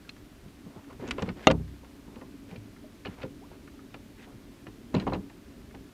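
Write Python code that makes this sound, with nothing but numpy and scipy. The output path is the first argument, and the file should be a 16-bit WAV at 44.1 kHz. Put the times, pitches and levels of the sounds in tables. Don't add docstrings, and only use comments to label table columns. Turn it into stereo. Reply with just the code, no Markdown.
import sys
import numpy as np
from scipy import signal
from scipy.fft import rfft, irfft, next_fast_len
from scipy.io import wavfile
from scipy.ndimage import uniform_filter1d

SR = 44100
rng = np.random.default_rng(int(sys.argv[2]) if len(sys.argv) > 2 else 0)


def makeup_ratio(level_db):
    decades = np.asarray(level_db, float) / 20
    return 10 ** decades


def unload_audio(sound):
    columns = np.transpose(np.atleast_2d(sound))
    steps = np.round(np.clip(columns, -1, 1) * 32767)
    wavfile.write(sys.argv[1], SR, steps.astype(np.int16))


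N = 261557

# (frequency [Hz], density [dB per Hz])
AIR_SPECTRUM = [(400, -6), (520, 3), (800, 0), (1600, -2), (2500, -4), (4000, -7), (6300, -11),
                (8500, -13.5), (13000, -15.5), (15000, -16), (16000, -24)]
# (frequency [Hz], density [dB per Hz])
HISS_SPECTRUM = [(180, -60), (300, -12.5), (528, -6), (1530, -11), (1720, -11), (2480, -9), (2790, -9.5),
                 (3950, -5), (14500, -5), (16000, -33)]
# (time [s], level [dB])
ROCKING = [(0, -0.5), (.8, -2), (1.17, 9), (1.45, 2), (1.75, -1.5), (2.28, 1), (2.6, 1.5), (2.96, -0.5),
           (3.24, 2.5), (3.65, 1.5), (4.2, 0), (4.7, 0.5), (5, 6.5), (5.13, 18), (5.28, 0), (5.85, 3),
           (5.93, -2)]
# (frequency [Hz], density [dB per Hz])
LAPPING_SPECTRUM = [(110, -48.5), (140, -16), (190, -10), (235, -6.5), (262, -8), (284, 0), (306, -11),
                    (345, -13), (410, -13), (460, -24), (560, -24.5), (700, -30.5)]
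# (frequency [Hz], density [dB per Hz])
SWELL_SPECTRUM = [(14, -9), (24, 4.5), (34, -1.5), (48, 2), (64, -1.5), (100, -5), (125, -5), (170, -19.5),
                  (220, -29.5)]
# (time [s], peak [dB], start [Hz], end [Hz], length [s])
BUBBLES = [
    (3.405, -53, 480, 1350, .058),
    (.77, -54, 780, 900, .03),
]
# (frequency [Hz], level [dB])
HULL_MODES = [(98, -15.5), (140, -3.5), (186, 6), (232, 2.5), (288, 1), (340, 1), (405, 3.5), (462, 2.5),
              (522, 13.5), (645, -1), (780, 9), (940, 9.5)]
# (frequency [Hz], level [dB])
PIN_MODES = [(1200, -7), (1435, -4), (1780, -4), (2070, -6), (2280, 11.5), (2530, 15), (2730, 14),
             (3000, 11), (3600, -1), (3900, -20), (4280, -8), (5200, -5.5), (5900, 20.5), (6750, 14),
             (7500, -12.5)]
# (time [s], strength [dB], hardness [dB per mode group])
BUMPS = [(0.456, -48.5, -11.5), (0.66, -44, -9), (.759, -44.5, -6), (.902, -52, 5), (1.831, -54, 6),
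         (2.079, -45, -6.5), (2.162, -41.5, -6), (2.217, -42.5, -0.5), (2.517, -41.5, -9.5),
         (3.514, -52, 4), (3.942, -44, 5), (4.269, -51, -3.5), (4.337, -51, -12.5), (4.667, -41.5, -4.5),
         (5.298, -51.5, 0), (5.742, -44.5, -2)]
# (time [s], strength [dB], hardness [dB per mode group])
SOFT_TICKS = [(.8415, -52, -1), (.9044, -56, -7), (1.845, -52, -2.5), (2.157, -50, 1), (2.213, -47.5, -1.5),
              (2.763, -58, -10), (3.792, -55, -5), (5.2974, -49, -2), (5.708, -52, -2), (5.747, -46, -2)]
# (time [s], strength [dB], hardness [dB per mode group])
TICKS = [(1.1819, -39, -2.5), (1.1929, -40.5, 1), (1.2894, -35.5, -1), (1.5015, -26.5, -2), (2.56, -48, 4),
         (3.05, -38, -2.5), (3.057, -40.5, 6.5), (3.0692, -42, -3.5), (3.2183, -45.5, 3), (3.2307, -39, 0),
         (3.676, -51.5, -5), (3.9419, -40.5, -2), (4.6678, -43, -2.5), (4.9495, -32.5, -1),
         (4.9647, -39.5, 2.5), (4.9821, -48.5, 6), (4.9993, -39, 1.5), (5.01, -51, 5), (5.025, -54.5, -6),
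         (5.0664, -46, -6.5), (5.0749, -38, -1), (5.099, -49.5, 3), (5.1224, -49.5, -11),
         (5.136, -36.5, -1.5), (5.146, -38.5, 0.5)]
# (time [s], strength [dB], hardness [dB per mode group])
CLINKS = [(0.092, -42, 4.5), (0.1649, -55.5, -0.5), (0.4824, -61.5, 3), (1.076, -45.5, 2.5),
          (1.087, -43.5, 0.5), (1.1094, -27.5, 0.5), (1.2223, -34, -0.5), (1.512, -27.5, 1),
          (1.6789, -57, -3), (2.512, -53.5, 3), (4.228, -54.5, 1), (4.942, -40, -4)]
# (time [s], strength [dB], hardness [dB per mode group])
THUDS = [(.997, -39.5, -3), (1.025, -35, -5), (1.037, -42.5, 2.5), (1.083, -34.5, -4.5),
         (1.183, -29.5, 3.5), (1.221, -25, -4.5), (1.226, -37.5, -4), (1.282, -30, -4.5), (1.502, -21.5, 5),
         (1.535, -29.5, -4.5), (1.599, -39.5, -10.5), (2.555, -40, -5.5), (3.056, -34.5, 0.5),
         (3.085, -47.5, -16), (3.236, -32, -2.5), (4.942, -20.5, -2), (4.964, -24.5, -6.5),
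         (4.969, -31.5, -8.5), (5.023, -37.5, 1.5), (5.068, -23.5, 3), (5.073, -29, -3), (5.122, -29, 6.5),
         (5.131, -31.5, 4), (5.151, -30.5, 0), (5.177, -39.5, -8.5)]
# (time [s], peak [dB], frequency [Hz])
LONE_RINGS = [(.049, -52, 1590), (.079, -54, 1387), (0.094, -35.5, 4200), (0.899, -49, 1208),
              (1.078, -44.5, 6520), (1.087, -47.5, 6430), (1.1095, -44, 10400), (1.223, -56.5, 10200),
              (1.228, -31, 186.5), (1.471, -15, 637.4), (1.4715, -42, 10000), (1.5115, -49.5, 10300),
              (2.513, -50, 791), (2.575, -40.5, 106.6), (2.842, -46.5, 616.5), (3.068, -36.5, 2920),
              (3.238, -34.5, 515.7), (3.792, -54, 1264), (4.275, -52, 716), (4.944, -27.5, 601.5),
              (4.946, -51, 7500), (4.9491, -31.5, 4034), (4.95, -45, 6710), (4.964, -30, 190.9),
              (4.9988, -35.5, 4050), (4.9995, -50.5, 6580), (5.069, -54, 6600), (5.134, -34, 4077),
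              (5.135, -53.5, 6390), (5.147, -60.5, 6700), (5.151, -35, 185.6)]
# (start [s], length [s], pressure [dB], treble against it [dB])
RUBS = [(0.67, 0.19, -58, -13.5), (0.861, 0.101, -56, -9), (0.981, 0.097, -52, -5),
        (1.048, 0.1109, -48.5, -4), (1.13, 0.218, -52, -5), (1.35, 0.0843, -51, -6.5),
        (1.411, 0.0825, -51.5, 0), (2.03, .27, -62, -25), (2.467, 0.0996, -60, -0.5),
        (3.052, 0.121, -57, -4), (3.158, 0.124, -51.5, -8), (3.499, 0.078, -58.5, -6.5),
        (4.162, 0.117, -61, 3), (4.259, 0.087, -59.5, -22), (4.919, 0.1408, -48, -6),
        (5.045, 0.157, -54.5, -4.5)]
# (frequency [Hz], density [dB per Hz])
RUB_SPECTRUM = [(210, -53), (350, -11.5), (406, -12.5), (485, -13.5), (983, -19), (1500, -22),
                (2190, -24.5), (9000, -50), (11700, -92.5), (19800, -120)]
# (frequency [Hz], level [dB], t60 [s])
SHAFT_MODES = [(294.7, -7.5, 0.35), (405, -2.5, 0.14), (528.5, 6, 0.14), (570, -23.5, 0.18),
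               (656.2, -1.5, 0.078), (737, -0.5, 0.037), (830, 1.5, 0.0264), (1015, -21.5, 0.14),
               (1220, 11.5, 0.0337), (1380, -4, 0.1), (1624, -14.5, 0.023), (1956, -3.5, 0.036),
               (2026, 3, 0.038), (2184, 1, 0.037), (2361, -9.5, 0.0394), (2763, 11, 0.0315),
               (3160, -3.5, 0.029), (3257, 1, 0.0096), (3637, 7, 0.0297), (3820, -3.5, 0.0312),
               (4200, -2.5, 0.039), (5890, 1.5, 0.014), (6623, 3.5, 0.014)]
# (frequency [Hz], level [dB], t60 [s])
BOOM_MODES = [(64, -23.5, 0.83), (92.98, -23.5, 0.66), (126.8, -25, .6), (162.4, -18, .45),
              (235.4, -16, 0.29), (298.5, -17, 0.17)]
# (frequency [Hz], density [dB per Hz])
CRACK_SPECTRUM = [(150, -1), (300, 23), (600, 11), (1500, -17.5), (2800, 1.5), (4200, -17), (5200, -17),
                  (6700, -29), (8000, -20), (12000, -39), (16000, -29)]


def evened(x):
    return x / np.sqrt(np.mean(x ** 2) + 1e-20)


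def coloured(x, spectrum):
    size = next_fast_len(len(x))
    hz = np.fft.rfftfreq(size, 1 / SR)
    points_hz, points_db = np.transpose(spectrum)
    gain_db = np.interp(np.log(hz + 1), np.log(points_hz + 1), points_db, -99, -99)
    return evened(irfft(rfft(x, size) * makeup_ratio(gain_db), size)[:len(x)])


def lumps(width_s, depth_db):
    size = round(width_s * SR)
    wander = uniform_filter1d(uniform_filter1d(rng.standard_normal(N), size), size)
    return evened(makeup_ratio(depth_db * evened(wander)))


def lumpy_noise(width_s, depth_db):
    return rng.standard_normal(N) * lumps(width_s, depth_db)


def add(mix, start_s, peak_db, sound):
    part = mix[round(start_s * SR):][:len(sound)]
    part += makeup_ratio(peak_db) * sound[:len(part)] / abs(sound).max()


def ring(hz, db, t60_s, rise_s, detune=0.0513):
    t = np.arange(round(1.2 * np.max(t60_s) * SR) + 400) / SR
    pitch_draw, phase_draw = rng.uniform(-1.061, 1, (2, len(hz), 1))
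    decay = makeup_ratio(db[:, None] - 60 * t / t60_s[:, None])
    phase = 2 * np.pi * hz[:, None] * (1 + detune * pitch_draw) * t + 1.287 * phase_draw
    return (decay * np.sin(phase)).sum(0) * (1 - np.exp(-t / rise_s))


def rattle(t, low_hz, high_hz, t60_s, rise_s):
    noise = rng.standard_normal(14000)[:len(t)]
    noise = noise * makeup_ratio(-60 * t / t60_s) * (1 - np.exp(-t / rise_s))
    band = signal.butter(4, [low_hz, high_hz], "band", fs=SR, output="sos")
    return evened(signal.sosfilt(band, noise))


def blows(mix, rows, modes, edges_hz, lean, group_db, t60_s, rise_s, grit):
    hz, db = np.transpose(modes)
    for start_s, strength_db, hardness_db in rows:
        peaks_db = strength_db + np.add(group_db, np.multiply(lean, hardness_db))
        for low_hz, high_hz, peak_db in zip(edges_hz, edges_hz[1:], peaks_db):
            group = (hz > low_hz) & (hz < high_hz)
            mode_t60_s = t60_s * (edges_hz[1] / hz[group]) ** 0.64
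            tone = evened(ring(hz[group], db[group], mode_t60_s, rise_s))
            t = np.arange(len(tone)) / SR
            rattle_t60_s = t60_s / (high_hz / edges_hz[1]) ** 0.072
            add(mix, start_s, peak_db, tone + grit * rattle(t, low_hz, high_hz, rattle_t60_s, rise_s))


def night_air():
    return makeup_ratio(-60.5) * coloured(lumpy_noise(0.027, 0.157), AIR_SPECTRUM)


def lapping():
    rock_db = np.interp(np.arange(N) / SR, *np.transpose(ROCKING))
    hollow = coloured(lumpy_noise(0.01034, 1.31), LAPPING_SPECTRUM)
    swell = coloured(lumpy_noise(.04, 1.5), SWELL_SPECTRUM)
    return makeup_ratio(-52 + rock_db) * hollow + makeup_ratio(-53.5 + 0.996 * rock_db) * swell


def bubbles(mix):
    wobble = 1 + .05 * evened(uniform_filter1d(rng.standard_normal(4000), 200))
    for start_s, peak_db, start_hz, end_hz, length_s in BUBBLES:
        glide_hz = np.geomspace(start_hz, end_hz, round(length_s * SR))
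        phase = 2 * np.pi * np.cumsum(glide_hz * wobble[:len(glide_hz)]) / SR
        add(mix, start_s, peak_db, np.sin(phase) * signal.windows.tukey(len(glide_hz), .6))


def lone_rings(mix):
    for start_s, peak_db, hz in LONE_RINGS:
        t60_s = 0.1314 * (500 / hz) ** 0.854
        tone = ring(np.array([hz]), np.array([0]), np.array([t60_s]), rise_s=0.343 / hz, detune=0)
        add(mix, start_s, peak_db, tone)


def rubbing():
    grains = lumpy_noise(0.0021, 2.33)
    dull = coloured(grains, [p for p in RUB_SPECTRUM if p[0] < 1800])
    bright = coloured(grains, [p for p in RUB_SPECTRUM if p[0] > 1200])
    pressure, treble = np.zeros((2, N))
    for start_s, length_s, pressure_db, treble_db in RUBS:
        stroke = signal.windows.tukey(round(length_s * SR), .6)
        add(pressure, start_s, pressure_db, stroke)
        add(treble, start_s, pressure_db + treble_db, stroke)
    return pressure * dull + treble * bright


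def pin_blows(mix):
    pin = PIN_MODES, (1100, 2150, 4700, 8000), (-1, 1, 0)
    blows(mix, CLINKS, *pin, group_db=(3.54, 5.24, -4), t60_s=.03, rise_s=0.000135, grit=0.785)
    blows(mix, TICKS, *pin, group_db=(0.92, 2.81, -22), t60_s=0.0443, rise_s=0.000167, grit=0.497)
    blows(mix, SOFT_TICKS, *pin, group_db=(0, 0, -16), t60_s=.042, rise_s=0.00042, grit=0.56)


def hull_blows(mix):
    hull = HULL_MODES, (80, 260, 480, 1100), (-1, 0, 1)
    blows(mix, THUDS, *hull, group_db=(-2.26, 0.47, -0.65), t60_s=0.1105, rise_s=0.000692, grit=1.036)
    blows(mix, BUMPS, *hull, group_db=(-1.44, -0.5, 1.76), t60_s=0.1355, rise_s=0.00038, grit=2.11)


def landing(mix):
    drop_s, drop_db = 1.4705, .3
    rebound_s, rebound_db = .0013, -4.5
    tone = ring(*np.transpose(SHAFT_MODES), rise_s=0.0008, detune=0)
    t = np.arange(len(tone)) / SR
    noise = coloured(rng.standard_normal(len(t)), CRACK_SPECTRUM)
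    dulled = signal.sosfilt(signal.butter(2, 5500, fs=SR, output="sos"), noise)
    crack = noise * makeup_ratio(-60 * t / 0.0083) + dulled * makeup_ratio(-6.5 - 60 * t / 0.0637)
    crack *= 1 - np.exp(-t / 0.00028)
    add(mix, drop_s, drop_db, tone / abs(tone).max() + 1.365 * crack / abs(crack).max())
    add(mix, drop_s + rebound_s, drop_db + rebound_db, crack)
    add(mix, drop_s, -19, ring(*np.transpose(BOOM_MODES), rise_s=0.03, detune=0))


def scene():
    mix = np.zeros(N)
    hull_blows(mix)
    pin_blows(mix)
    lone_rings(mix)
    landing(mix)
    mix += night_air()
    bubbles(mix)
    mix += lapping()
    mix += rubbing()
    return np.array([mix, mix])


def low_pass(x):
    return signal.sosfilt(signal.butter(12, 15330, fs=SR, output="sos"), x)


def record(dry):
    hiss = makeup_ratio(-72) * coloured(rng.standard_normal(N), HISS_SPECTRUM)
    heard = signal.sosfilt(signal.butter(2, 45, "high", fs=SR, output="sos"), dry)
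    whine_hz, whine_db = 9650, -93
    whine = makeup_ratio(whine_db) * np.sin(2 * np.pi * whine_hz * np.arange(N) / SR)
    mix = np.clip(heard + whine + np.array([hiss, -hiss]), -.98, .98)
    return low_pass(mix)


dry = scene()
out = record(dry)
unload_audio(out)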